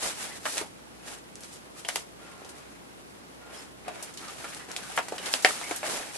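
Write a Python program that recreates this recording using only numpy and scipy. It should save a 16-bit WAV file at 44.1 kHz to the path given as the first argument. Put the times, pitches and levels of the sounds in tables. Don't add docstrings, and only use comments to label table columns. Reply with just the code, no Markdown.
import sys
import numpy as np
from scipy import signal
from scipy.fft import rfft, irfft
from scipy.io import wavfile
from scipy.ndimage import uniform_filter1d

SR = 44100
rng = np.random.default_rng(int(sys.argv[2]) if len(sys.argv) > 2 else 0)


def transcribe(u):
    v = np.clip(np.atleast_2d(u).T, -1, 1)
    q = np.round(v * 32767).astype(np.int16)
    wavfile.write(sys.argv[1], SR, q)


def volts(x):
    e = np.asarray(x, float) / 20
    return 10 ** e


N = 272097


def at_hz(points, hz):
    points = np.array(points)
    return np.interp(np.log(np.maximum(hz, 1)), np.log(points[:, 0]), points[:, 1])


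def rms_one(x):
    return x / np.sqrt(np.mean(x ** 2) + 1e-20)


def band(x, low_hz, high_hz, order=2):
    return signal.sosfilt(signal.butter(order, [low_hz, high_hz], "band", fs=SR, output="sos"), x)


def colour(x, spectrum):
    hz = np.fft.rfftfreq(x.shape[-1], 1 / SR) + 1
    lowest_hz, highest_hz = spectrum[0][0], spectrum[-1][0]
    skirt = 1 / np.sqrt(1 + (lowest_hz / hz) ** 8 + (hz / highest_hz) ** 8)
    return rms_one(irfft(rfft(x) * volts(at_hz(spectrum, hz)) * skirt, x.shape[-1]))


def drift(rate_hz):
    r = np.exp(-2 * np.pi * rate_hz / SR)
    chance = rng.standard_normal(N + SR)
    return rms_one(signal.lfilter([1], [1, -2 * r, r * r], chance)[SR:])


def ring(clicks, hz, t60):
    r, w = volts(-60 / (t60 * SR)), 2 * np.pi * hz / SR
    return signal.lfilter([0, np.sin(w)], [1, -2 * r * np.cos(w), r * r], clicks + 1e-18)


def floor():
    # frequency in Hz, likeness of left and right from -1 to 1.
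    likeness = [(40, -0.18), (150, 0.35), (400, -0.17), (1500, -0.67), (5000, -0.42), (12000, -0.37)]
    # frequency in Hz, density in dB per Hz.
    spectrum = [(22, -42), (50, -25), (65, -12.5), (100, -6.5), (170, -3.5), (300, -1), (500, -4),
                (800, -8.5), (1200, -9.5), (2000, -14.5), (3000, -17), (5000, -20.5), (9000, -25),
                (12500, -18)]
    # frequency in Hz, level in dB rms, wander in Hz.
    hum = [(61.7, -68, 3.3), (182.8, -60.5, 3.12)]
    floor_db, whine_db = -51, -77
    mid, side = rfft(rng.standard_normal((2, N)))
    alike = np.clip(at_hz(likeness, np.fft.rfftfreq(N, 1 / SR)), -1, 1)
    pair = np.sqrt(1 + alike) * mid + np.sqrt(1 - alike) * side * [[1], [-1]]
    out = volts(floor_db + 2 + 0.14 * drift(25)) * colour(irfft(pair, N), spectrum)
    whine = rms_one(band(rng.standard_normal((2, N)), 10440, 10520))
    out += volts(whine_db + 3.4 * drift(1.5)) * whine
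    for hz, db, wander_hz in hum:
        phase = 2 * np.pi * np.cumsum(hz + wander_hz * drift(3.5)) / SR
        out += volts(db + 3 + 2 * drift(2.6)) * np.sin(phase + rng.uniform(0, 5.5, (2, 1)))
    return out


def far_metal():
    # start in seconds, frequency in Hz, level in dB, swell in seconds, t60 in seconds.
    modes = [
        (2.205, 1396, -52, .015, 1.5),
        (2.285, 1068, -54, .03, 1.3),
        (2.3, 1690, -60, .08, 1.4),
        (3.40, 1408, -55, .02, 1.3),
        (3.45, 1068, -55, .04, 1.1),
        (3.5, 1705, -61, .05, 1.0),
    ]
    t, out = np.arange(N) / SR, np.zeros((2, N))
    for s, hz, db, swell, t60 in modes:
        age = np.maximum(t - s, 0)
        shape = (1 - np.exp(-age / swell)) * volts(db - 60 * age / t60 + 2 * drift(12))
        out += shape * np.sin(2 * np.pi * hz * t + rng.uniform(0, np.pi / 2, (2, 1)))
    return out


def room(x):
    # frequency in Hz, t60 in seconds.
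    decay_times = [(300, 0.097), (2000, 0.15), (10000, 0.11)]
    room_db, gap_s = -9, 0.0044
    t, tail = np.arange(SR // 2) / SR, 0
    for low in 150 * 2. ** np.arange(7):
        decay = volts(-60 * t / at_hz(decay_times, low * np.sqrt(2))) * (t > gap_s)
        tail = tail + band(rng.standard_normal((2, len(t))), low, 2 * low) * decay
    tail = volts(room_db) * tail / np.sqrt(np.mean(np.sum(tail ** 2, axis=1)))
    return signal.fftconvolve(x.mean(axis=0)[None], tail, axes=1)[:, :N]


def thuds():
    # start in seconds, peak in dB, centre in Hz.
    knocks = [(.612, -30, 420), (4.688, -34.5, 503), (1.959, -28, 510), (2.215, -42, 400),
              (2.418, -36, 477), (2.449, -37, 503), (3.883, -40, 490), (5.122, -22.5, 486), (5.2, -31, 278),
              (5.342, -28, 356), (5.447, -22.5, 520), (5.711, -23.5, 466), (5.88, -29, 450),
              (5.935, -26, 340), (5.96, -31, 305)]
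    t60, rumble_db = 0.011, -21.5
    out, t = np.zeros(N + SR), np.arange(SR // 8) / SR
    for s, db, hz in knocks:
        push = volts(rumble_db - 60 * t / 0.053) * rng.standard_normal(len(t))
        push[0] = 1
        at = round(s * SR)
        out[at:at + len(t)] += volts(db) * (ring(push, hz, t60) + 0.51 * ring(push, 1.52 * hz, t60))
    return band(out[:N], 290, 1100)


def squeaks():
    # start in seconds, level in dB, frequency in Hz, length in seconds.
    folds = [(.025, -39.5, 644, 0.056), (.62, -46, 800, 0.017), (5.871, -41, 660, 0.132),
             (0.301, -47.5, 1960, 0.043), (4.224, -43, 1270, 0.0089), (4.274, -44, 1240, 0.015),
             (4.44, -37.5, 1360, 0.01), (4.589, -57, 1200, 0.049), (4.595, -46, 1940, 0.028),
             (4.818, -47, 1510, 0.051), (5.205, -51, 3000, 0.023), (5.63, -39, 2210, 0.031),
             (3.538, -53, 3280, 0.016), (3.56, -49.5, 5170, 0.025)]
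    t60, fade_db_per_s = 0.023, 500
    t, out = np.arange(SR // 4) / SR, np.zeros((2, N + SR))
    for s, db, hz, length in folds:
        common, *own = rng.standard_normal((3, len(t)))
        slips = common + 0.36 * np.array(own)
        slips = slips * volts(-fade_db_per_s * np.maximum(t - length, 0))
        at = round(s * SR)
        out[:, at:at + len(t)] += volts(db - 19.5) * ring(slips, hz, t60)
    return out[:, :N]


def ticks():
    # start in seconds, peak in dB, centre in Hz, after-crackle in dB.
    bubbles = [(1.356, -27, 5640, -11), (1.4073, -33, 8900, -6), (1.436, -29, 5400, -19),
               (1.8846, -21, 6460, -7), (2.4483, -30.5, 6000, -5), (2.491, -30.5, 7440, -1),
               (4.0263, -22.5, 8600, -0.5), (4.066, -45, 3000, -6), (4.139, -38, 7000, 4),
               (4.1736, -28, 4730, 2.5), (4.282, -31, 4200, 2.5), (4.5483, -27, 8500, -10),
               (4.7164, -22.5, 6530, -9), (4.9635, -27.5, 9050, 4), (5.2577, -26.5, 4000, 6.5),
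               (5.329, -24, 8000, 6), (5.4236, -24, 7440, 2.5), (5.7614, -16.5, 8900, -4.5)]
    burst_t60, fizz_t60 = 0.0015, 0.12
    out, size = np.zeros((2, N + SR)), SR // 8
    t = np.arange(size) / SR
    for s, db, hz, after_db in bubbles:
        burst = volts(-60 * t / burst_t60) * rng.standard_normal(size)
        fizz = volts(after_db - 9.5 - 60 * t / fizz_t60) * rng.standard_normal((2, size))
        sliver = band(burst + fizz, hz / 1.8, min(hz * 1.45, 16000), order=1)
        at = round(s * SR)
        out[:, at:at + size] += volts(db + 3.5) * sliver
    return band(out[:, :N], 1300, 22000)


def handling():
    # full force at in seconds, hold in seconds, paper level in dB,
    # brightness in dB (raises the film, lowers the pocket).
    strokes = [(0.028, 0.054, -35.5, 5.5), (0.198, 0.048, -42, 6), (0.27, 0.1, -46, 2),
               (0.47, 0.074, -41, 7.5), (0.58, 0.0067, -36, 3), (1.08, 0.054, -45, 2.5),
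               (1.43, 0.016, -53.5, 9), (1.53, 0.013, -58, 15.5), (1.79, 0.0086, -54, 8.5),
               (1.89, 0.11, -50.5, 7.5), (2.21, 0.41, -54.5, -3), (2.56, .03, -65, 12),
               (2.71, .012, -67, 7), (3.43, .09, -56.5, -28), (3.54, 0.088, -50.5, 2.5),
               (3.88, 0.012, -44, -13.5), (3.94, 0.099, -47, -3), (4.05, 0.057, -53, 3.5),
               (4.21, 0.12, -47, 0.5), (4.38, 0.23, -46.5, 1.5), (4.7, 0.023, -45, -1.5),
               (4.79, 0.18, -45, 3), (5.03, 0.44, -46.5, 1), (5.264, 0.0093, -36, 1.5),
               (5.32, 0.055, -44.5, 9), (5.468, 0.038, -35.5, 5), (5.56, 0.21, -43, 4),
               (5.862, 0.11, -36.5, 3.5), (6.01, 0.089, -44, 0.5), (6.155, .03, -47, 11)]
    # pocket, paper and film in dB.
    rest_db = (-59.5, -60, -59.5)
    rise_db_per_s, fall_db_per_s = 332, 216
    pocket_under_db, pocket_share = -2.5, 0.25
    t, power = np.arange(N) / SR, volts(2 * np.array(rest_db))[:, None]
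    for s, hold, db, bright_db in strokes:
        before, after = np.maximum(s - t, 0), np.maximum(t - s - hold, 0)
        force_db = db - rise_db_per_s * before - fall_db_per_s * after
        parts_db = np.array([[pocket_under_db - pocket_share * bright_db], [0], [bright_db]])
        power = power + volts(2 * parts_db) * volts(2 * force_db)
    return 10 * np.log10(power)


def creases(per_s, spread_db, clump_db):
    sizes = volts(spread_db * np.minimum(rng.exponential(1, (2, N)), 4))
    signs = rng.choice([-1, 1], (2, N))
    happens = rng.random((2, N)) < per_s * volts(clump_db * drift(25)) / SR
    return sizes * signs * happens


def creaks():
    born = rng.random(N) < 70 / SR
    patch = rng.integers(0, 12, N)
    sizes = volts(7.3 * np.minimum(rng.exponential(1, N), 3))
    slips, fade = rng.standard_normal((2, N)), volts(-60 / (0.017 * SR))
    out = np.zeros((2, N))
    for k, hz in enumerate(np.geomspace(650, 3200, 12)):
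        force = signal.lfilter([1], [1, -fade], sizes * born * (patch == k))
        out += ring(slips * force, hz, 27.0 / hz)
    return rms_one(out)


def rustle():
    # frequency in Hz, density in dB per Hz.
    pocket_hiss = [(250, 1.5), (400, -0.5), (650, 0), (800, 1.5), (1200, -12)]
    paper_hiss = [(1200, 1.5), (1600, 0.5), (2200, -1), (2800, -3), (3500, -7)]
    film_hiss = [(3500, -1.5), (4500, -1), (6500, 0), (8000, 0.5), (10000, -0.5), (12000, -3)]
    right_lag_s, creak_db = 9e-5, -8.5
    folds = creases(per_s=7000, spread_db=2.0, clump_db=2.0)
    pocket_db, paper_db, film_db = handling()
    pocket = volts(pocket_db + 0.72 * drift(22)) * colour(folds, pocket_hiss)
    paper = volts(paper_db + 1.58 * drift(31.5)) * colour(folds, paper_hiss)
    film = volts(film_db + 1.0 * drift(45)) * colour(folds, film_hiss)
    one, other = volts(-2.5) * (pocket + paper + film)
    left = one + 0.1 * other
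    right = 1.007 * other + 0.19 * np.roll(one, round(right_lag_s * SR))
    return np.array([left, right]) + volts(paper_db + creak_db) * creaks()


def snaps():
    # start in seconds, paper peak in dB, paper pitch in Hz, pocket in dB, film in dB (relative).
    buckles = [(4.9871, -22.5, 1110, -5, -20), (0.4541, -22, 2320, 1.5, -19),
               (0.4609, -24.5, 1320, -28, -21), (0.5694, -28.5, 1980, -1, -8), (0.58, -26, 1860, -35, -4.5),
               (0.6115, -37, 1250, 11, -23), (1.8484, -25.5, 3050, -8, -26), (1.8871, -20.5, 2070, -8, -11),
               (1.9575, -26.5, 1840, 1.5, -2.5), (3.8804, -29.5, 1280, 9, -21.5),
               (4.4423, -33.5, 1380, -33, -14), (4.6882, -47, 1540, 8, -8), (4.7632, -20.5, 3430, -14, -13),
               (4.9757, -14, 1370, -6.5, -25.5), (5.0832, -29.5, 1340, -28, -13.5),
               (5.1224, -48, 1290, 24.5, -2), (5.181, -28, 2970, -17, -17), (5.338, -12, 1720, -12, -14),
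               (5.447, -5, 2260, -6.5, -15), (5.4863, -27, 1550, -20, -20), (5.613, -31, 1250, 1, -18),
               (5.7097, -25.5, 1400, 4.5, -14.5), (5.83, -21, 1500, -4.5, -48), (5.84, -29, 1920, 4, -37)]
    # frequency in Hz, level in dB, t60 in seconds.
    pocket_modes = [(470, -38, 0.075), (686, -1.5, 0.078), (848, 4.5, 0.012), (1080, -5, 0.0054)]
    # frequency in Hz, level in dB.
    film_colour = [(3500, 8), (5500, 7), (7800, 8.5), (10000, 4.5), (12000, 4.5)]
    lead_s, paper_t60, after_t60 = 0.0009, 0.004, 0.083
    echo_s, echo_gain = 0.000395, 0.3
    crackle_db, dull_crackle = -4.5, 0.26
    out, size = np.zeros((2, N + SR)), SR // 8
    t = np.arange(size) / SR - lead_s
    bright = volts(at_hz(film_colour, np.fft.rfftfreq(size, 1 / SR)))
    duller = signal.butter(2, 3800, fs=SR, output="sos")
    for s, db, hz, pocket_db, film_db in buckles:
        after_db = crackle_db - dull_crackle * film_db - 0.4 * max(db + 28, 0)
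        jolt = volts(-3 + 0.5 * after_db - 60 * np.abs(t) / 0.003) * rng.standard_normal(size)
        jolt[round(lead_s * SR)] = np.clip(1.54 + 0.038 * (db + 7), 0.2, 1)
        jolt += echo_gain * np.interp(t - echo_s, t, jolt, left=0)
        jolt = np.array([jolt, np.roll(jolt, rng.integers(2, 4))])

        common, *own = rng.standard_normal((3, size))
        slips = (0.76 * common + 0.91 * np.array(own)) * (rng.random(size) < 0.3)
        jolt += volts(after_db - 9.0 - 60 * t / after_t60) * slips * (t > 0.001)

        overtone = 1.53 + 0.29 * rng.normal()
        paper = ring(jolt, hz, paper_t60) + 0.55 * ring(jolt, hz * overtone, paper_t60)
        paper += 0.45 * ring(jolt, hz * 0.7, paper_t60)
        pocket = np.zeros((2, size))
        for mode_hz, mode_db, t60 in pocket_modes:
            c = rng.normal()
            pocket += volts(mode_db + 1.63 * c) * ring(jolt, mode_hz * volts(0.5 * c), t60)
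        film = band(irfft(rfft(jolt) * bright, size), 3400, 11200)

        paper, pocket = paper / np.abs(paper).max(), pocket / np.abs(pocket).max()
        body = signal.sosfilt(duller, volts(5.5) * paper + volts(pocket_db) * pocket)
        at = round(s * SR)
        out[:, at:at + size] += volts(db - 1.0) * (body + volts(film_db + 17) * film)
    return band(out[:, :N], 610, 19500)


def scene():
    soft = rustle()
    sharp = snaps() + ticks() + thuds() + squeaks()
    return soft + sharp + room(sharp + volts(-2.5) * soft) + far_metal() + floor()


def roll_off(x):
    return signal.sosfilt(signal.butter(12, 16510, fs=SR, output="sos"), x)


def record(dry):
    treble_top_hz, quiet_db = 12950, -58
    whistle_db, edge_db = -68, -68
    under = signal.sosfiltfilt(signal.cheby2(10, 40, treble_top_hz, fs=SR, output="sos"), dry)
    treble = np.mean(band(dry, 3000, 16000) ** 2, axis=0) + 1e-12
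    fast_db = 10 * np.log10(uniform_filter1d(treble, size=128))
    slow_db = 10 * np.log10(uniform_filter1d(treble, size=2048))
    crack = np.clip((fast_db - slow_db - 6) / 4, 0, 1)
    strong = np.clip(fast_db / 10 + 2.7, 0, 1)
    heard = under + (dry - under) * volts(-10) * crack * strong
    quiet = 1 / (1 + volts(4 * (slow_db - quiet_db)))
    whistle = rms_one(band(rng.standard_normal(dry.shape), 14800, 15300))
    edge = rms_one(band(rng.standard_normal(dry.shape), 12300, 13200, order=4))
    heard += quiet * (volts(whistle_db) * whistle + volts(edge_db) * edge)
    return roll_off(np.clip(heard, -1, 1))


dry = scene()
out = record(dry)
transcribe(out)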